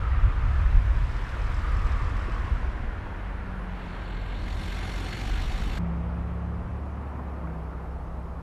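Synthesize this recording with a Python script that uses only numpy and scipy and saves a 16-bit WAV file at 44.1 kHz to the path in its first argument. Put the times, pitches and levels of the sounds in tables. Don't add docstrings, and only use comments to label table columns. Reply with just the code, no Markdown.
import sys
import numpy as np
from scipy import signal
from scipy.io import wavfile
from scipy.ndimage import uniform_filter1d

SR = 44100
rng = np.random.default_rng(int(sys.argv[2]) if len(sys.argv) > 2 else 0)


def invert_db(level):
    return 10 ** (np.asarray(level, dtype=float) / 20)


def master(y):
    cut = np.clip(np.atleast_2d(y).T, -1, 1)
    pcm = np.round(cut * 32767)
    wavfile.write(sys.argv[1], SR, pcm.astype(np.int16))


N = 371318
CUT = 5.788


def evened(x):
    return x / np.sqrt(np.mean(x ** 2) + 1e-20)


def columns(rows, t):
    s, *values = np.transpose(rows)
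    return [np.interp(t, s, v) for v in values]


def during(rows, fade_in, fade_out):
    t = np.arange(N) / SR
    rise = np.clip((t - rows[0][0]) / fade_in, 0, 1)
    return rise * np.clip((rows[-1][0] - t) / fade_out, 0, 1)


def bump(t, s, half):
    return np.exp(-((t - s) / half) ** 2)


def wander(per_s, count):
    steps = rng.standard_normal(count // 64 + 2)
    slow = signal.sosfilt(signal.butter(2, per_s, fs=SR / 64, output="sos"), steps)
    return np.interp(np.arange(count) / 64, np.arange(len(slow)), evened(slow))


def noise(colour, patchy_db, shape=None, size=1024):
    hop = size // 4
    t = np.arange(N // hop + 5) * hop / SR
    hz = np.fft.rfftfreq(size, 1 / SR)[:, None]
    a, b, patches = rng.standard_normal((len(t), len(hz), 3)).T
    patches = uniform_filter1d(uniform_filter1d(patches, size=8, axis=0), size=10, axis=1)
    patches = patchy_db * evened(patches)
    f, db = np.transpose(colour)
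    smooth = np.interp(np.log(hz + 1), np.log(f + 1), db) + (shape(t, hz) if shape else 0)
    loudness = 10 * np.log10((invert_db(smooth + 0 * patches) ** 2).sum(0))
    field = smooth + patches - loudness
    return evened(signal.istft((a + 1j * b) * invert_db(field), nperseg=size, noverlap=size - hop)[1][:N])


def resonate(x, hz, width):
    turn = np.exp(2j * np.pi * hz * np.arange(len(x)) / SR)
    r = np.exp(-np.pi * width / SR)
    return 2 * (turn * signal.lfilter([1 - r], [1, -r], x / turn)).real


def tones(rows, multiples, levels_of, waver_db, drift=1e-4):
    start = round(rows[0][0] * SR)
    t = np.arange(start, min(round(rows[-1][0] * SR), N)) / SR
    hz, *levels_db = columns(rows, t)
    turns = np.cumsum(hz * (1 + drift * wander(30., count=len(t)))) / SR
    out = np.zeros(N)
    for k, db in zip(multiples, levels_of(t, *levels_db)):
        level = np.sqrt(2) * invert_db(db + waver_db * wander(3.7, count=len(t)))
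        out[start:][:len(t)] += level * np.sin(2 * np.pi * (k * turns + rng.random()))
    return out


def wind(t):
    # frequency in Hz, density in dB per Hz.
    eddy_colour = [(8.8, -36), (15, -13), (38, 6), (62, 0.5), (93, -7.5), (190, -29), (250, -69),
                   (420, -120)]
    # time in seconds, level in dB.
    breeze_levels = [(0, -30), (.95, -26), (1.2, -31), (2.3, -32), (2.93, -33.5), (3.2, -41.5),
                     (4.6, -40.5), (5, -42), (5.78, -44), (5.8, -40.5), (6.8, -51.5), (8.42, -45)]
    # peak in seconds, level in dB, half length in seconds, upper-bass flutter in dB.
    puffs = [(0, -29, 0.065, 4), (0.15, -25, 0.06, -2), (.255, -19.5, 0.038, 5), (0.466, -23.5, 0.055, 9),
             (.64, -22, 0.077, 7), (0.767, -14, 0.02, -7), (0.886, -23.5, 0.082, -4), (1.01, -26, 0.041, 3),
             (1.45, -24.5, .025, .1), (1.553, -25.5, 0.042, -0.5), (1.725, -29, 0.12, 6),
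             (1.888, -26.5, 0.18, -2), (2.127, -31.5, 0.11, 5), (2.372, -28, .05, 3.5),
             (2.528, -19, 0.018, -14), (2.676, -31.5, .05, -8), (2.847, -29.5, 0.037, -9),
             (3.1, -40, .06, -9), (3.4, -37.5, .08, -2), (4.21, -35, 0.036, .1), (4.484, -38, 0.088, -1),
             (4.59, -35.5, 0.068, -7), (5.39, -28.5, 0.092, -1.5), (5.56, -30, 0.14, -5.5),
             (5.706, -30, 0.026, -11), (6.223, -43, .05, -7), (6.66, -37.5, 0.086, 14),
             (8.063, -42, 0.19, 3)]
    breeze_flutter_db = 4

    def strength(s):
        at, db, half, lift_db = np.transpose(puffs)[:, :, None]
        breeze = invert_db(2 * columns(breeze_levels, s)[0])
        gusts = invert_db(2 * db) * bump(s, at, half)
        power = breeze + gusts.sum(0)
        return 10 * np.log10(power), (breeze_flutter_db * breeze + (lift_db * gusts).sum(0)) / power

    def flutter(s, hz):
        return strength(s)[1] * np.exp(-np.log2((hz + 1) / 105) ** 2 / .45)

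    eddies = noise(eddy_colour, patchy_db=0.0, shape=flutter, size=4096)
    lumps = np.sqrt(uniform_filter1d(eddies ** 2, size=3000) + 0.042)
    level_db = np.interp(t, t[::64], strength(t[::64])[0]) + 1.5
    return invert_db(level_db) * evened(eddies / lumps ** 0.54)


def cars(t):
    # closest in seconds, tyre noise in dB, distance over speed in seconds,
    # tread hump in Hz, treble lift in dB per octave.
    passes = [
        (.08, -40.5, 0.45, 1245, -1),
        (.58, -42.5, 0.11, 1250, 1),
        (1.25, -45.5, 0.9, 1170, 2.5),
        (1.83, -39.5, 0.38, 1218, 1.5),
        (2.4, -42, 0.19, 1130, 0.8),
        (3.05, -47.5, 0.65, 1000, -3),
        (3.95, -47, .3, 1200, -0.5),
        (4.8, -52, .2, 1600, -3),
    ]
    # frequency in Hz, density in dB per Hz.
    tyre_colour = [(240, -33), (400, -13), (501, -3), (618, -13), (874, -5), (956, 2), (1200, -3),
                   (1410, 1), (1740, -1), (3590, -18), (5220, -27), (11400, -41), (14500, -47)]
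    doppler, hump_from_db, hump_per_db, gone_s = 0.075, -45, 2, 4.33

    def traffic(s):
        at, db, scale, hump_hz, lift_db = np.transpose(passes)[:, :, None]
        past = (s - at) / scale
        power = invert_db(2 * db) / (1 + past ** 2) ** 1.61
        share = power / power.sum(0)
        heard_hz = hump_hz * (1 - doppler * past / np.sqrt(1 + past ** 2))
        return 10 * np.log10(power.sum(0)), (share * heard_hz).sum(0), (share * lift_db).sum(0)

    def nearness(s, hz):
        db, hump_hz, lift_db = traffic(s)
        hump_db = np.maximum(hump_per_db * (db - hump_from_db), -4)
        hump = hump_db * np.exp(-((hz - hump_hz) / 120) ** 2)
        return hump + lift_db * np.log2(np.maximum(hz / 1500, 1))

    hiss = noise(tyre_colour, patchy_db=1.04, shape=nearness)
    return invert_db(traffic(t)[0]) * hiss * np.clip((gone_s - t) / 0.44, 0, 1)


def tappets(t):
    # ring in Hz, width in Hz, level in dB.
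    head_rings = [(5030, 1400, -2), (7430, 760, -9), (4120, 730, -7)]
    tick_s, ticks_per_s = 1.667, 39.9
    near_s, half_s, level_db = 1.7, 0.87, -63
    turns = (t - tick_s) * ticks_per_s
    size = invert_db(3.0 * rng.standard_normal(600))[np.floor(turns).astype(int) + 100]
    puffs = size * np.exp(-(turns % 1) / 0.33) * rng.standard_normal(N)
    rings = sum(invert_db(db) * resonate(resonate(puffs, hz, w), hz, w) for hz, w, db in head_rings)
    return invert_db(level_db) * bump(t, near_s, half_s) * evened(rings)


def lorry(t):
    # time in seconds, firing rate in Hz.
    speed = [
        (2.9, 48.76),
        (3.33, 46.88),
        (3.65, 45.6),
        (4.4, 44.8),
        (5.1, 47.4),
        (5.55, 50.2),
        (5.788, 51.8),
    ]
    # order, level in dB, growth in dB per second as it nears.
    exhaust_orders = [(1, -35.5, 1.7), (2, -45.5, 1), (4, -52, 0.5)]
    # time in seconds, clatter in dB.
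    clatter_levels = [(3.3, -64), (3.6, -72), (3.8, -55), (4.3, -53), (4.67, -47.5), (5.2, -46),
                      (5.788, -48)]
    # frequency in Hz, density in dB per Hz.
    block_colour = [(400, -4), (600, -20.5), (1000, -8.5), (1500, -5), (2300, -7.5), (3500, -11.5),
                    (4450, -13), (4800, -20), (6300, -22.5), (7900, -25.5), (9000, -28.5), (11000, -30.5),
                    (13500, -31.5), (15000, -42)]
    # frequency in Hz, width in Hz, lift in dB.
    panels = [(757, 22.6, 22.5), (1600, 49, -1), (2126, 57, 7.5), (2970, 120, 0), (3560, 180, 2),
              (4330, 64, 5), (5540, 200, 6.5), (6900, 158, 4)]
    # time in seconds, frequency in Hz, level in dB.
    moan_path = [(4.35, 79.2, -52), (4.788, 80.9, -34.5), (4.92, 86.6, -49), (5.058, 89.1, -47),
                 (5.15, 89.9, -52)]
    # time in seconds, turbo whine in Hz.
    turbo = [(2.7, 9420), (3.1, 9650), (4.5, 9715), (4.65, 9790), (5.1, 10280), (5.43, 10560),
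             (5.62, 10980), (5.788, 11480)]
    # frequency in Hz, width in Hz, level in dB, centre in seconds, half length in seconds.
    loose_covers = [(1590, 46, -57, 4.26, 0.55), (755, 50, -58, 5.46, .5), (2110, 51, -64, 4.9, 0.21)]
    coast_s, coast_half_s, coast_db = 3.55, 0.48, 8
    shift_s, shift_half_s, shift_db = 5.51, 0.1, -15
    emerge_s, emerge_span_s = 4.4, 0.16
    hidden_db, seen_db = -15, 0.5
    whine_hidden_db, whine_seen_db, whine_lag_s = -90, -70.5, .1

    def pipe(s):
        first, second, fourth = [db + growth * (s - emerge_s) for _, db, growth in exhaust_orders]
        first = first + shift_db * bump(s, shift_s, shift_half_s)
        return first, second, fourth + coast_db * bump(s, coast_s, coast_half_s)

    def seen(s):
        return .5 + .5 * np.tanh((s - emerge_s) / emerge_span_s)

    def sight(s, f):
        gap = np.interp(f, (4200, 4900, 6900, 7400, 7800, 8400), (0, .6, .7, .25, .25, .7))
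        return (hidden_db + (seen_db - hidden_db) * seen(s)) * gap

    def spool(s):
        return [whine_hidden_db + (whine_seen_db - whine_hidden_db) * seen(s - whine_lag_s)]

    exhaust = tones(speed, (1, 2, 4), pipe, waver_db=1.5, drift=0.0072) * during(speed, 0.25, 0.0014)

    turns = np.cumsum(columns(speed, t)[0]) / SR
    uneven_db = 1.8 * rng.standard_normal(600) + .8 * (-1.) ** np.arange(600)
    strength = invert_db(uneven_db)[turns.astype(int)]
    gate = 1.32 + strength * np.sin(np.pi * (turns % 1) ** 0.84) ** 2
    heard = slice(round(clatter_levels[0][0] * SR), round(CUT * SR))
    knock = (gate * noise(block_colour, patchy_db=1.6, shape=sight, size=512))[heard]
    ringing = sum(invert_db(db - 6.5) * resonate(knock, f, w) for f, w, db in panels)
    clatter = np.zeros(N)
    clatter[heard] = evened(knock + ringing)
    clatter *= invert_db(columns(clatter_levels, t)[0] + 5.5) * during(clatter_levels, 0.85, 1e-3)

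    moan = tones(moan_path, [1], lambda s, db: [db], waver_db=3.5) * during(moan_path, 0.089, 0.096)
    whine = tones(turbo, [1], spool, waver_db=5.0, drift=0.00234) * during(turbo, .2, 1e-3)

    cover = np.zeros(N)
    for f, w, db, s, half in loose_covers:
        cover[heard] += invert_db(db) * evened(resonate(knock, f, w)) * bump(t[heard], s, half)
    return exhaust + clatter + moan + whine + cover * during(clatter_levels, .1, 1e-3)


def drone():
    # time in seconds, base rate in Hz, load in dB.
    path = [
        (5.788, 34.4, 4),
        (5.95, 33.64, 0.8),
        (6.26, 34.3, -2.5),
        (6.5, 34.78, 0),
        (6.95, 36.14, -9.5),
        (7.3, 34.72, -9.5),
        (7.46, 33.28, 2),
        (7.7, 31.9, -4),
        (8.47, 33.4, -1.5),
    ]
    # order, level in dB, share of load.
    strong_orders = [(2, -31, .1), (3, -50.5, .4), (5, -34.5, 1.1)]
    recede_db_per_s = [-2.5, -.5, -3.5]
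    # order, dB relative to order 2.
    weak_orders = [(1.5, -11), (4, -19), (6, -20), (7, -18), (9, -25)]
    pull_s, pull_half_s, pull_db = 6.5, 0.58, 12

    def orders(s, load_db):
        second, third, fifth = [db + share * load_db + fade * (s - CUT)
                                for (_, db, share), fade in zip(strong_orders, recede_db_per_s)]
        return second, third + pull_db * bump(s, pull_s, pull_half_s), fifth

    def faint(s, load_db):
        return [orders(s, load_db)[0] + db for _, db in weak_orders]

    strong = tones(path, (2, 3, 5), orders, waver_db=0.1)
    weak = tones(path, [k for k, _ in weak_orders], faint, waver_db=-2.0)
    return (strong + invert_db(-3.0) * weak) * during(path, 0.0039, 1e-4)


def knocks():
    # start in seconds, peak in dB, ring in Hz, 60 dB decay in seconds.
    joints = [
        (2.283, -28, 340, 0.064),
        (2.628, -31, 900, 0.045),
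        (3.066, -28.5, 860, 0.019),
        (7.193, -31, 1055, .04),
        (7.441, -36, 1110, 0.061),
        (7.472, -33, 1450, .02),
        (7.474, -42, 2220, .015),
    ]
    out, age = np.zeros(N), np.arange(5000) / SR
    for s, db, hz, t60 in joints:
        ring = invert_db(db - 60 * age / t60) * np.sin(2 * np.pi * hz * age)
        out[round(s * SR):][:5000] += ring * np.minimum(age / 0.0017, 1)
    return out


def roar(t):
    # time in seconds, level in dB.
    swell = [(0, -47.5), (1, -48), (1.8, -46), (2.45, -45), (3.6, -46.5), (5.2, -43.5), (5.8, -43),
             (6.3, -46), (6.8, -47), (7.25, -43.5), (8, -47.5), (8.42, -48)]
    # frequency in Hz, density in dB per Hz.
    far_colour = [(53, -43.5), (90, -2), (97, -2.5), (167, -8.5), (204, -8.5), (328, -14), (464, -17),
                  (894, -18), (1170, -19.5), (1600, -26.5), (2260, -31.5), (3030, -39), (7000, -70.5),
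                  (9100, -101), (15400, -120)]
    mid_db, bass_per_db, treble_lift_db = -45, 0.82, 1.5
    far_bass_db, far_treble_db, far_dulling_per_s = -2, 0, -2.36

    def tilt(s, hz):
        bass_db = bass_per_db * (columns(swell, s)[0] - mid_db) + far_bass_db * (s > CUT)
        treble_db = np.where(s > CUT, far_treble_db + far_dulling_per_s * (s - CUT), treble_lift_db)
        bass = bass_db * np.log2(np.clip(500 / (hz + 1), 1, 3))
        return bass + treble_db * np.log2(np.clip(hz / 1200, 1, 4))

    return invert_db(columns(swell, t)[0] + 5.0) * noise(far_colour, patchy_db=0.56, shape=tilt, size=2048)


def preamp_hiss():
    # frequency in Hz, density in dB per Hz.
    hiss_colour = [(2350, -6.5), (4000, -7), (5250, -10), (7070, -14.5), (12400, -15.5), (13500, -15),
                   (15000, -30)]
    return invert_db(-68.5) * noise(hiss_colour, patchy_db=1.3)


def ragged_treble(x):
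    # frequency in Hz, share in dB.
    weakest = [(6000, -13), (8000, -4), (10500, -1), (13000, 0), (15000, 2)]
    # time in seconds, edge in Hz.
    top_edge = [(0, 13000), (1.17, 13500), (1.75, 12700), (3.05, 13400), (4.62, 13700), (4.92, 14300),
                (5.79, 12600), (7.05, 13500)]
    # start in seconds, length in seconds.
    splurges = [(.2, .12), (.62, .28), (2.51, .05), (6.26, .1)]
    hz, s, z = signal.stft(x[0], SR, nperseg=1152, noverlap=576)
    power = uniform_filter1d(uniform_filter1d(abs(z) ** 2, size=4, axis=0), size=2, axis=1)
    around = uniform_filter1d(power, size=45, axis=0)
    share_db = np.interp(hz, *np.transpose(weakest), left=-99)
    strong = power > around * invert_db(2 * share_db)[:, None]
    starts, edge_hz = np.transpose(top_edge)
    held_hz = edge_hz[np.searchsorted(starts, s, "right") - 1]
    rich = sum((s >= at) & (s < at + length) for at, length in splurges) > 0
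    wobble = np.repeat(rng.exponential(1, len(s) // 3 + 1), 3)[:len(s)]
    top_hz = np.where(rich, 15200, held_hz) - 500 * np.floor(np.minimum(.9 * wobble, 2))
    kept = z * strong * (hz[:, None] < top_hz)
    return signal.istft(kept, SR, nperseg=1152, noverlap=576)[1][None, :N]


def scene():
    t = np.arange(N) / SR
    mix = wind(t) + roar(t) + cars(t) + lorry(t) + drone() + knocks() + tappets(t)
    return (mix * np.clip(np.minimum(t, t[-1] - t) / .003, 0, 1))[None]


def roll_off(x):
    return signal.sosfilt(signal.butter(12, 15340, fs=SR, output="sos"), x)


def record(dry):
    click = invert_db(-37.) * (np.arange(N) == round((CUT - 1e-3) * SR))
    return roll_off(ragged_treble(dry + preamp_hiss()) + click)


dry = scene()
out = record(dry)
master(out)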